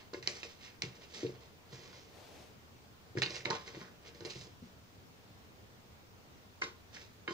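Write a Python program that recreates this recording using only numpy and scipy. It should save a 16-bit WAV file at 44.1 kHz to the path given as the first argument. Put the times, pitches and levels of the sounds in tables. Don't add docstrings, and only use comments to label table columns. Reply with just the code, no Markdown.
import sys
import numpy as np
from scipy import signal
from scipy.fft import rfft, irfft, next_fast_len
from scipy.io import wavfile
from scipy.ndimage import uniform_filter1d

SR = 44100
rng = np.random.default_rng(int(sys.argv[2]) if len(sys.argv) > 2 else 0)


def store_wav(level_fs):
    pcm = np.round(np.clip(np.atleast_2d(level_fs), -1, 1) * 32767)
    wavfile.write(sys.argv[1], SR, pcm.T.astype(np.int16))


N = 323253

# (per Hz, relative)
FRICTION_SPECTRUM = [(410, -0.5), (700, -3.5), (954, 3), (1070, 6.5), (1300, 4.5), (1770, 2.5), (2190, 8),
                     (2920, 4.5), (4750, 2.5), (6020, 1), (8010, -8.5), (12000, -14.5), (15600, -68),
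                     (22000, -120)]
# hz, level_db (relative), t60_s (before damping), gain_db (added in full when the box stands free)
BOX_MODES = [(112, -11, 0.2, -5), (129.1, 1, 0.31, -3), (150.4, -0.5, 0.15, -7), (182, -1, 0.38, -3),
             (229.3, 4, 0.17, 5), (246.2, -1, 0.1, 2), (302, -4.5, 0.096, -7), (346, 4.5, 0.14, 4),
             (370.6, 1, 0.18, -1.5), (401.4, 0.5, 0.16, -8), (429, -2, 0.11, 0), (455.8, 6.5, 0.14, -2),
             (486, -5.5, 0.06, 2), (567, 0, 0.084, 4), (670, -7, 0.031, -8), (750.3, -6, 0.023, -12),
             (850, -9, 0.1, -5), (928, 2.5, 0.065, -19.5), (1043, -4, 0.13, 2), (1200, 2.5, 0.043, -3),
             (1450, 2.5, 0.049, -0.5), (1645, 3, 0.045, -5), (1864, 2.5, 0.053, -7.5),
             (1987, 0, 0.062, -13), (2144, 4.5, 0.053, 2.5), (2417, 7, 0.036, -3), (2748, 10, 0.035, -3.5),
             (3070, -3.5, 0.075, 11), (3796, 12.5, 0.04, -3), (4340, 18, 0.04, -12), (4700, 17, 0.035, -2)]
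PANELS_FROM_HZ, EDGES_FROM_HZ = 250, 750


def gain_of(db):
    return 10 ** (np.asarray(db) / 20)


def evened(x):
    return x / np.sqrt(np.mean(x ** 2) + 1e-20)


def read(points, hz):
    point_hz, value = np.transpose(points)
    return np.interp(np.log(hz + 1), np.log(point_hz + 1), value)


def coloured(x, points, tilt_db=0):
    hz = np.fft.rfftfreq(len(x), 1 / SR)
    lean_db = tilt_db * np.log2((hz + 100) / 3500)
    return evened(irfft(rfft(x) * gain_of(read(points, hz) + lean_db), len(x)))


def hum():
    # (per Hz, relative)
    hum_spectrum = [(32, -54), (55, 7.5), (119, 1), (144, -18), (174, -2.5), (344, -8.5), (474, -7),
                    (528, -11), (667, -11.5), (742, -12), (9000, -24.5), (11700, -82), (19800, -120)]
    # hz, left_right_likeness (-1 to 1)
    hum_likeness = [(60, 0.93), (180, 0.39), (550, 0.37), (1650, -0.35), (4970, -0.034), (15000, 0.15)]
    level_db, patch_db = -58, .9
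    frames, hz = N // 256 + 5, np.fft.rfftfreq(1024, 1 / SR)
    a, b, c, d, patches = rng.standard_normal((frames, 513, 5)).T
    patches = uniform_filter1d(patches, 12, 0)
    patches = evened(uniform_filter1d(patches, 14, 1))
    same = read(hum_likeness, hz)[:, None]
    left = a + 1j * b
    right = same * left + np.sqrt(1 - same ** 2) * (c + 1j * d)
    spectra = np.array([left, right]) * gain_of(read(hum_spectrum, hz)[:, None] + patch_db * patches)
    noise = signal.istft(spectra, nperseg=1024, noverlap=768)[1][:, :N]
    return gain_of(level_db) * evened(noise)


def rustle():
    # time_s, level_db (before panning)
    rustle_envelope = [(2.09, -66), (2.11, -59), (2.162, -51), (2.43, -50), (2.554, -64.5), (2.56, -80)]
    # (per Hz, relative)
    rustle_spectrum = [(150, -16), (400, 2.5), (750, -1), (1200, -10.5), (2600, -10.5), (4500, -12.5),
                       (6500, -14.5), (9000, -14.5), (13000, 4.5), (15000, -20)]
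    pan_db, same = 3, .48
    s, db = np.transpose(rustle_envelope)
    t = np.arange(N) / SR
    shared, left, right = (coloured(noise, rustle_spectrum) for noise in rng.standard_normal((3, N)))
    ports = np.sqrt(same) * shared + np.sqrt(1 - same) * np.array([left, right])
    return ports * gain_of(np.interp(t, s, db, -120, -120) + pan_db * np.array([[.5], [-.5]]))


def room(x):
    # hz, t60_s, level_db (relative)
    room_decay = [(100, 0.34, -6), (400, 0.28, -6.5), (990, 0.28, 0.5), (2200, 0.21, -1), (4500, 0.1, -2),
                  (9000, 0.19, 0.5)]
    taps = np.zeros((2, SR // 2))
    slots = np.arange(200, SR // 2 - 20, 20)
    at = slots + rng.integers(0, 20, (2, len(slots)))
    np.put_along_axis(taps, at, rng.choice([-1., 1.], at.shape), 1)
    hz, t, z = signal.stft(taps, SR, nperseg=256)
    same = 1 / (1 + (hz[:, None] / 500) ** 4)
    z = np.array([z[0], same * z[0] + np.sqrt(1 - same ** 2) * z[1]])
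    t60, db = (read(np.array(room_decay)[:, [0, k]], hz)[:, None] for k in (1, 2))
    tail = signal.istft(z * gain_of(db - 60 * t / t60), SR, nperseg=256)[1]
    tail = tail / np.linalg.norm(tail[0])
    return signal.fftconvolve(x[1:], tail, axes=1)[:, :N]


def place(x):
    # hz, right_db, left_db (against right), left_lead_radians
    port_response = [(100, -8.5, -1, 0.25), (423, 0, 2.5, 0.62), (774, 3, 1, -1.5), (1250, -2, -10.5, -1.5),
                     (1540, -0.1, -10.5, -0.5), (1950, -3.5, 4.5, -1), (2690, 0, -7.5, -2),
                     (3400, 1, -1, -0.5), (3516, 5, -16, -4), (5000, 3.5, -2, -6), (5340, 6, -9, -7.5),
                     (6700, -3, 8.5, -6.5), (8000, -7, 10, -6)]
    size = next_fast_len(N + 4096)
    hz = np.fft.rfftfreq(size, 1 / SR)
    port_hz, right_db, left_db, lead = np.transpose(port_response)
    left, right = rfft(x, size) * gain_of(np.interp(hz, port_hz, right_db))
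    left = left * gain_of(np.interp(hz, port_hz, left_db))
    left = left * np.exp(1j * np.interp(hz, port_hz, lead))
    return irfft(np.array([left, right]), size)[:, :N]


def kitten(s):
    # time_s, left_delay_ms (extra), pan_db (left against right), box_freedom (0-1)
    kitten_path = [(0.1, 0.02, 0.5, 0.66), (0.28, 0.022, 1, 0), (0.45, 0.025, -1.2, 0),
                   (0.82, 0.014, 0.5, 0), (1.2, 0.034, -0.2, 0.26), (1.8, -0.0066, -0.1, 0.5),
                   (3.17, 0.027, 0, 0.26), (3.25, -0.011, -1.3, 0), (3.45, 0.033, -1, 0),
                   (3.52, 0.026, -0.3, 0.08), (3.8, 0.017, 0.5, 0.43), (4.25, 0.0092, -0.5, 0.06),
                   (4.62, -0.014, 1.5, 0.2), (6.62, 0.085, 3.2, 0.73), (6.95, 0.019, -0.3, 0.6),
                   (7.28, 0.033, -0.3, 1)]
    times, *columns = np.transpose(kitten_path)
    return [np.interp(s, times, column) for column in columns]


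def add(mix, s, sound):
    delay_ms, pan_db, _ = kitten(s)
    taps = np.arange(-16, 17)
    shift = np.sinc(taps - delay_ms * SR / 1000) * np.hanning(len(taps))
    left = gain_of(pan_db) * np.convolve(sound, shift, "same")
    part = mix[:, round(s * SR):][:, :len(sound)]
    part += np.array([left, sound])[:, :part.shape[1]]


def ring(modes, weights_db, damping=1):
    hz, db, t60 = np.transpose(modes)[:3, :, None]
    t = np.arange(SR // 4) / SR
    signs = np.where(hz > EDGES_FROM_HZ, (-1.) ** np.arange(len(modes))[:, None], 1)
    level_db = db + weights_db[:, None] - 60 * damping * t / t60
    return (signs * gain_of(level_db) * np.sin(2 * np.pi * hz * t)).sum(0)


def stroke(row, chance):
    swell_span_db, rumble_follows = 20, .7
    s, swell_ms, hold_ms, fade_ms, rasp_db, rumble_db, tilt_db, edge_db, edge_hz = row
    start = max(s - 1.5 * swell_ms / 1000, 0)
    t_ms = (start - s + np.arange(len(chance[0])) / SR) * 1000
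    swell, fade = t_ms / swell_ms, (hold_ms - t_ms) / fade_ms
    shape_db = swell_span_db * np.minimum(np.minimum(swell, fade), 0)
    size, clumps, drag, big, when = chance

    slips = size * gain_of(0.54 * big ** 2) * (abs(when) < .2)
    slips *= gain_of(1.64 * evened(uniform_filter1d(clumps, 250)))
    rasp = coloured(slips, FRICTION_SPECTRUM, tilt_db) * gain_of(rasp_db + shape_db)

    low = [m for m in BOX_MODES if m[0] < EDGES_FROM_HZ]
    body = ring(low, np.zeros(len(low)))
    drag = drag * gain_of(rumble_db + rumble_follows * shape_db)
    out = signal.fftconvolve(drag, body / np.linalg.norm(body))

    edges = [m for m in BOX_MODES if m[0] > EDGES_FROM_HZ]
    octaves_off = np.log2(np.transpose(edges)[0] / edge_hz)
    edge = ring(edges, -30 * octaves_off ** 2, 2.5)
    catches = evened(clumps * gain_of(1.6 * size ** 2) * (abs(big) < .05)) * gain_of(edge_db + shape_db)
    out += signal.fftconvolve(catches, edge / np.linalg.norm(edge))
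    out[:len(t_ms)] += rasp
    return start, out


def blow(row, chance):
    # hz, level_db (relative), t60_s (before damping)
    claw_modes = [(2234, -18, 0.03), (2970, -6, 0.0067), (4060, -33, 0.00058), (4065, 1, 0.0062),
                  (5300, 7.5, 0.0013), (6500, -3.5, 0.0057)]
    rise_ms, detune, luck_spread_db = 1.212, .018, 1.6
    s, tick_db, deep_db, panel_db, edge_db, deep_hz, panel_hz, edge_hz, scuff_db, damping, narrow_db = row
    t_ms = np.arange(3000) / SR * 1000
    free = kitten(s)[2]
    box = [(hz * (1 + detune * (1 - free) * bend), db + free * free_db, t60)
           for (hz, db, t60, free_db), bend in zip(BOX_MODES, np.clip(chance[0, ::-1], -2, 2))]
    deep = [m for m in box if m[0] < PANELS_FROM_HZ]
    edges = [m for m in box if m[0] > EDGES_FROM_HZ]
    panels = box[len(deep):-len(edges)]

    scuff_ms = 18.3 * .5 ** ((scuff_db + 45) / 7)
    scuff = np.minimum(t_ms / rise_ms, 1) ** 2 * np.exp(-t_ms / scuff_ms)
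    out = np.zeros(SR // 4 + len(t_ms) - 1)
    out[:len(t_ms)] = gain_of(scuff_db) * coloured(chance[4, 20:], FRICTION_SPECTRUM) * scuff

    # (modes, dB, favoured Hz, dB lost an octave away, softness of the push ms, rattle ms, rattle share)
    families = [(claw_modes, tick_db, 4300, 0, .03, .8, .05),
                (deep, deep_db, deep_hz, 60, 1.1, 8.5, .04),
                (panels, panel_db, panel_hz, 30, .6, 8.5, .05),
                (edges, edge_db, edge_hz, narrow_db, .05, 5, .012)]
    for k, (modes, db, spot_hz, spot_db, soft_ms, rattle_ms, share) in enumerate(families):
        luck_db = luck_spread_db * chance[k, :len(modes)]
        weights_db = luck_db - spot_db * np.log2(np.transpose(modes)[0] / spot_hz) ** 2
        slope_ms = np.where(t_ms < rise_ms, rise_ms / 2, rattle_ms)
        rattle = share * chance[k, 20:] * np.exp(-np.abs(t_ms - rise_ms) / slope_ms)
        push = np.sinc((t_ms - rise_ms) * SR / 1000) + rattle
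        pad = np.exp(-t_ms[:400] / soft_ms) * t_ms[:400]
        push = np.convolve(push, pad)[:len(t_ms)]
        sound = signal.fftconvolve(ring(modes, weights_db, max(damping, .3)), push)
        out += gain_of(db) * sound / abs(sound).max()
    return s, out


def scene():
    # deep_hz, panel_hz, edge_hz; scuff_db, damping (resting paw, factor on decay speed, at least 0.3 is used),
    # narrow_db (edge modes' loss an octave from the spot)
    blow_list = [(0.1317, -60, -46, -33.5, -37, 229, 480, 1110, -53, 0.73, 25),
                 (0.136, -35, -62, -38, -45, 229, 472, 3880, -58, 1.4, 23),
                 (0.142, -55, -39.5, -32, -35.5, 120, 476, 1800, -62, 0.68, 31),
                 (0.2254, -39, -42.5, -71, -39.5, 114.5, 433, 2120, -51, 0.89, 46),
                 (0.259, -59, -64, -68, -42, 108, 299, 2100, -55, 1.1, 60),
                 (0.2733, -14, -71, -35, -31.5, 102, 450, 1980, -34, 0.86, 39),
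                 (0.43, -31, -57, -51, -33, 104, 353, 2360, -42, 2.4, 36),
                 (0.82, -18.5, -68, -44, -58, 225, 296, 2260, -35, 1.5, 13),
                 (0.8316, -51, -25.5, -34.5, -33, 132, 383, 2500, -44, 0.79, 25),
                 (0.85, -62, -49, -40, -45, 130, 352, 2500, -50, 1.1, 17),
                 (0.871, -70, -36, -51, -63, 131, 350, 2500, -70, 0.76, 15),
                 (1.2295, -53, -28, -24.5, -64, 133, 380, 2540, -52, 0.74, 7),
                 (1.2461, -59, -31.5, -24.5, -52, 193, 348, 1140, -63, 1.2, 11),
                 (1.257, -60, -36, -31.5, -60, 140, 456, 1140, -62, 1.7, 11),
                 (1.2634, -49, -45, -61, -38, 110, 415, 2840, -60, 1.2, 29),
                 (1.2923, -72, -47, -31.5, -67, 128, 390, 1040, -67, 0.91, 9),
                 (1.725, -57, -36, -41, -51, 135, 450, 1090, -54.5, 1.1, 22),
                 (1.9272, -65, -41, -61, -46.5, 126, 452, 1240, -59, 1.1, 28),
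                 (3.152, -70, -27, -29.5, -75, 151, 298, 902, -65, 2.7, 9),
                 (3.163, -70, -21, -32.5, -47, 156, 300, 902, -72, 0.71, 4),
                 (3.1709, -50, -31, -27, -28.5, 138.5, 330, 1700, -48, 1.3, 28),
                 (3.1832, -33, -31, -25, -39, 134, 410, 2060, -42, 1.16, 32),
                 (3.2185, -18.5, -36, -45, -18, 152.6, 406, 2030, -40, 2.3, 21),
                 (3.228, -29, -40, -32.5, -21, 121, 447, 2840, -55, 0.89, 44),
                 (3.2329, -26, -60, -46, -23.5, 121, 447, 3900, -45, 0.91, 12),
                 (3.244, -36, -60, -54, -38, 121, 447, 1900, -52, 1.3, 15),
                 (3.2521, -41, -60, -47, -36, 121, 447, 4270, -45, 1.4, 15),
                 (3.2595, -36, -37, -40, -26, 111, 328, 2820, -57, 1.3, 27),
                 (3.2638, -41, -60, -45, -32, 112, 328, 4270, -62, 1.3, 15),
                 (3.282, -42, -60, -47, -40, 112, 328, 2300, -55, 1, 23),
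                 (3.2955, -44, -60, -42, -43, 112, 328, 4760, -55, 1.2, 30),
                 (3.305, -31.5, -43, -45, -69, 108, 460, 2130, -49, 0.25, 9),
                 (3.345, -37, -70, -45, -42, 110, 474, 2020, -58, 1.2, 10),
                 (3.3627, -34, -70, -50, -35, 110, 474, 2200, -53, 1.2, 15),
                 (3.45, -49, -56, -46, -44, 106, 335, 2400, -38, 1.6, 14),
                 (3.454, -25.5, -35, -35, -18, 106, 436, 2250, -48, 5.4, 27),
                 (3.462, -58, -36, -30.5, -39, 105, 453, 1080, -60, 0.77, 25),
                 (3.5015, -26.5, -45, -26, -27.5, 229, 660, 890, -40, 1.07, 24),
                 (3.5058, -22, -42, -43, -24, 119, 565, 1530, -45, 1.8, 21),
                 (3.5129, -51, -50, -31, -32, 180, 474, 950, -62, 2.2, 19),
                 (3.523, -59, -40, -32, -36, 181, 480, 960, -52, 1.5, 30),
                 (3.6757, -40, -74, -66, -48, 166, 474, 1470, -54, 0.82, 11),
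                 (3.7451, -52, -38.5, -38, -41, 136.7, 450, 2100, -60, 0.66, 12),
                 (3.7679, -61, -37, -37.5, -51, 186, 350, 990, -63, 1.6, 11),
                 (3.812, -44, -39, -57, -39.5, 177, 374, 1330, -75, 1.1, 22),
                 (4.1465, -48, -76, -46, -52, 104.4, 526, 1954, -62, 0.42, 14),
                 (4.2053, -41, -29, -37, -45.5, 124, 400, 1180, -60, 0.38, 12),
                 (4.22, -60, -46, -39.5, -55, 185, 350, 1180, -65, 0.52, 9),
                 (4.2485, -36, -40, -35, -43, 110, 395, 2180, -43, 0.64, 26),
                 (4.255, -36, -60, -53, -50, 110, 480, 4760, -51, 1.1, 20),
                 (4.26, -41, -60, -41, -55, 110, 480, 860, -71, 0.68, 40),
                 (4.275, -55, -60, -45, -60, 110, 385, 860, -60, 1.2, 40),
                 (4.312, -44, -50, -47, -52, 108, 369, 2600, -63, 1.2, 15),
                 (4.355, -48, -30.5, -39, -67, 128, 366, 2440, -52.5, 1, 9),
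                 (4.4122, -46, -38.5, -76, -63, 125, 493, 2160, -55, 1.4, 9),
                 (4.468, -60, -60, -45.5, -65, 120, 493, 1100, -69, 1.25, 9),
                 (4.621, -58, -35, -48, -69, 252, 298, 1100, -75, 2.6, 9),
                 (4.633, -62, -41, -51, -69, 200, 298, 1100, -70, 1.4, 9),
                 (4.665, -65, -41, -52, -71, 200, 296, 1100, -75, 1, 9),
                 (6.6148, -61, -62, -44, -54, 227, 400, 1370, -42, 0.93, 9),
                 (6.6173, -53, -73, -41, -19.5, 137, 410, 1470, -40, 2.6, 18),
                 (6.6195, -60, -75, -43, -24, 137, 410, 2140, -58, 1.1, 35),
                 (6.632, -59, -72, -39.5, -44, 178, 405, 2140, -42, 0.5, 16),
                 (6.639, -47, -69, -38, -37, 178, 417, 3880, -68, 1.2, 30),
                 (6.648, -55, -69, -40, -43, 178, 417, 1450, -65, 2.2, 30),
                 (7.276, -57, -72, -41, -23, 130, 485, 1494, -56, 0.79, 8.5),
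                 (7.2823, -54, -67, -29.5, -44, 188, 302, 1040, -59, 0.25, 11),
                 (7.293, -57, -67, -45, -32, 110, 345, 1640, -54, 1, 18),
                 (7.306, -50, -67, -29, -32, 110, 327, 1080, -49, 0.82, 7),
                 (7.324, -48, -67, -45, -48, 110, 327, 4600, -52, 0.9, 20)]
    # full_strength_s, swell_ms, hold_ms, fade_ms, rasp_db, rumble_db (in the panels),
    # tilt_db (brightness per octave), edge_db (edges set singing), edge_hz (favoured)
    stroke_list = [(0.0, 3.8, 2.7, 79, -54, -73, -3, -61, 2000),
                   (0.29, 11.3, 5.7, 84, -47, -48.5, 5, -49, 2090),
                   (0.322, 30.4, 78, 92, -53, -72, 1.5, -60, 2080),
                   (0.449, 10.4, 4.2, 32, -49, -51, 2, -62, 2100),
                   (0.47, 20.3, 49, 83, -58.5, -76, 1.5, -67, 2100),
                   (0.633, 63, 30, 99, -54, -88, 1, -53.5, 2170),
                   (0.86, 8.7, 10, 160, -63, -66, 1, -56, 2510),
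                   (0.964, 60, 3.5, 36, -61.5, -61, 3, -68, 2100),
                   (1.035, 58, 4.7, 42, -55, -58.5, -0.5, -60, 2490),
                   (1.15, 72, 69, 58, -49.5, -55, 2, -56, 2180),
                   (1.355, 47, 3.7, 65, -57, -59, -5, -74, 2100),
                   (1.41, 12.6, 43, 90, -61.5, -63, -2.5, -81, 2100),
                   (1.734, 58, 38, 220, -57, -57, 1.5, -65, 2000),
                   (1.83, 76, 86, 85, -58, -65, -1, -69, 2100),
                   (1.96, 64, 50, 180, -60.5, -62.5, 1.5, -73, 2100),
                   (3.222, 5.25, 4.6, 25, -34.5, -59, 1, -35.5, 1900),
                   (3.272, 10.6, 4, 46, -54, -56, 2, -43, 2130),
                   (3.309, 25, 3.1, 53, -46, -49, 0, -49, 2120),
                   (3.358, 60, 1.2, 100, -46, -48.5, 3.5, -45, 2210),
                   (3.47, 9.9, 34, 50, -47, -41, -5.5, -52, 1860),
                   (3.548, 50, 6.1, 36, -37.5, -69, -3.5, -62, 1000),
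                   (3.585, 19.5, 22, 200, -54.5, -73, -2, -66, 1500),
                   (3.672, 21, 8.6, 60, -50.5, -55.5, 0, -56, 1880),
                   (3.747, 49, 4.5, 63, -52.5, -65, -4, -64, 1900),
                   (3.814, 78, 3.3, 123, -53.5, -53, -1.5, -55, 1450),
                   (4.074, 60, 4.8, 52, -54.5, -56.5, -0.5, -57, 2090),
                   (4.265, 6, 3.6, 30, -46, -45.5, 37, -52, 2300),
                   (4.3, 19.5, 7, 95, -48.5, -68, 3.5, -50.5, 2610),
                   (4.399, 117, 27, 73, -55.5, -59.5, 6.5, -66, 2260),
                   (6.638, 5, 1.9, 82, -45, -64, -1, -53.5, 1500),
                   (6.948, 32.4, 13, 68, -52, -61, 0.5, -54.5, 1850),
                   (7.005, 60, 17, 97, -56.5, -63.5, 1, -66, 2150)]
    radiates_from_hz = 105
    room_db, room_pan_db = -8, 1.4
    box = np.zeros((2, N))
    for row, chance in zip(blow_list, rng.standard_normal((len(blow_list), 5, 3020))):
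        add(box, *blow(row, chance))
    for row, chance in zip(stroke_list, rng.standard_normal((len(stroke_list), 5, 24576))):
        add(box, *stroke(row, chance))
    radiation = signal.butter(3, radiates_from_hz, "highpass", fs=SR, output="sos")
    box = signal.sosfilt(radiation, place(box))
    echoes = gain_of(room_db + room_pan_db * np.array([[.5], [-.5]])) * room(box)
    return box + echoes + rustle() + hum()


def record(dry):
    # (per Hz, relative)
    electronics_spectrum = [(20, 10), (42, 3), (55, -10), (200, -93), (7000, -91), (9000, -14.5),
                            (13500, -20.5), (14700, -6.5), (15500, -7)]
    mic_low_hz, mic_high_hz, band_edge_hz, noise_db = 60, 7060, 15600, -67
    heard = signal.sosfilt(signal.butter(6, mic_low_hz, "highpass", fs=SR, output="sos"), dry)
    heard = signal.sosfilt(signal.butter(4, mic_high_hz, fs=SR, output="sos"), heard)
    hiss = [coloured(noise, electronics_spectrum) for noise in rng.standard_normal((2, N))]
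    heard = heard + gain_of(noise_db) * np.array(hiss)
    band_limit = signal.firwin(511, band_edge_hz, window=("kaiser", 9), fs=SR)
    return signal.oaconvolve(heard, band_limit[None], "same")


dry = scene()
out = record(dry)
store_wav(out)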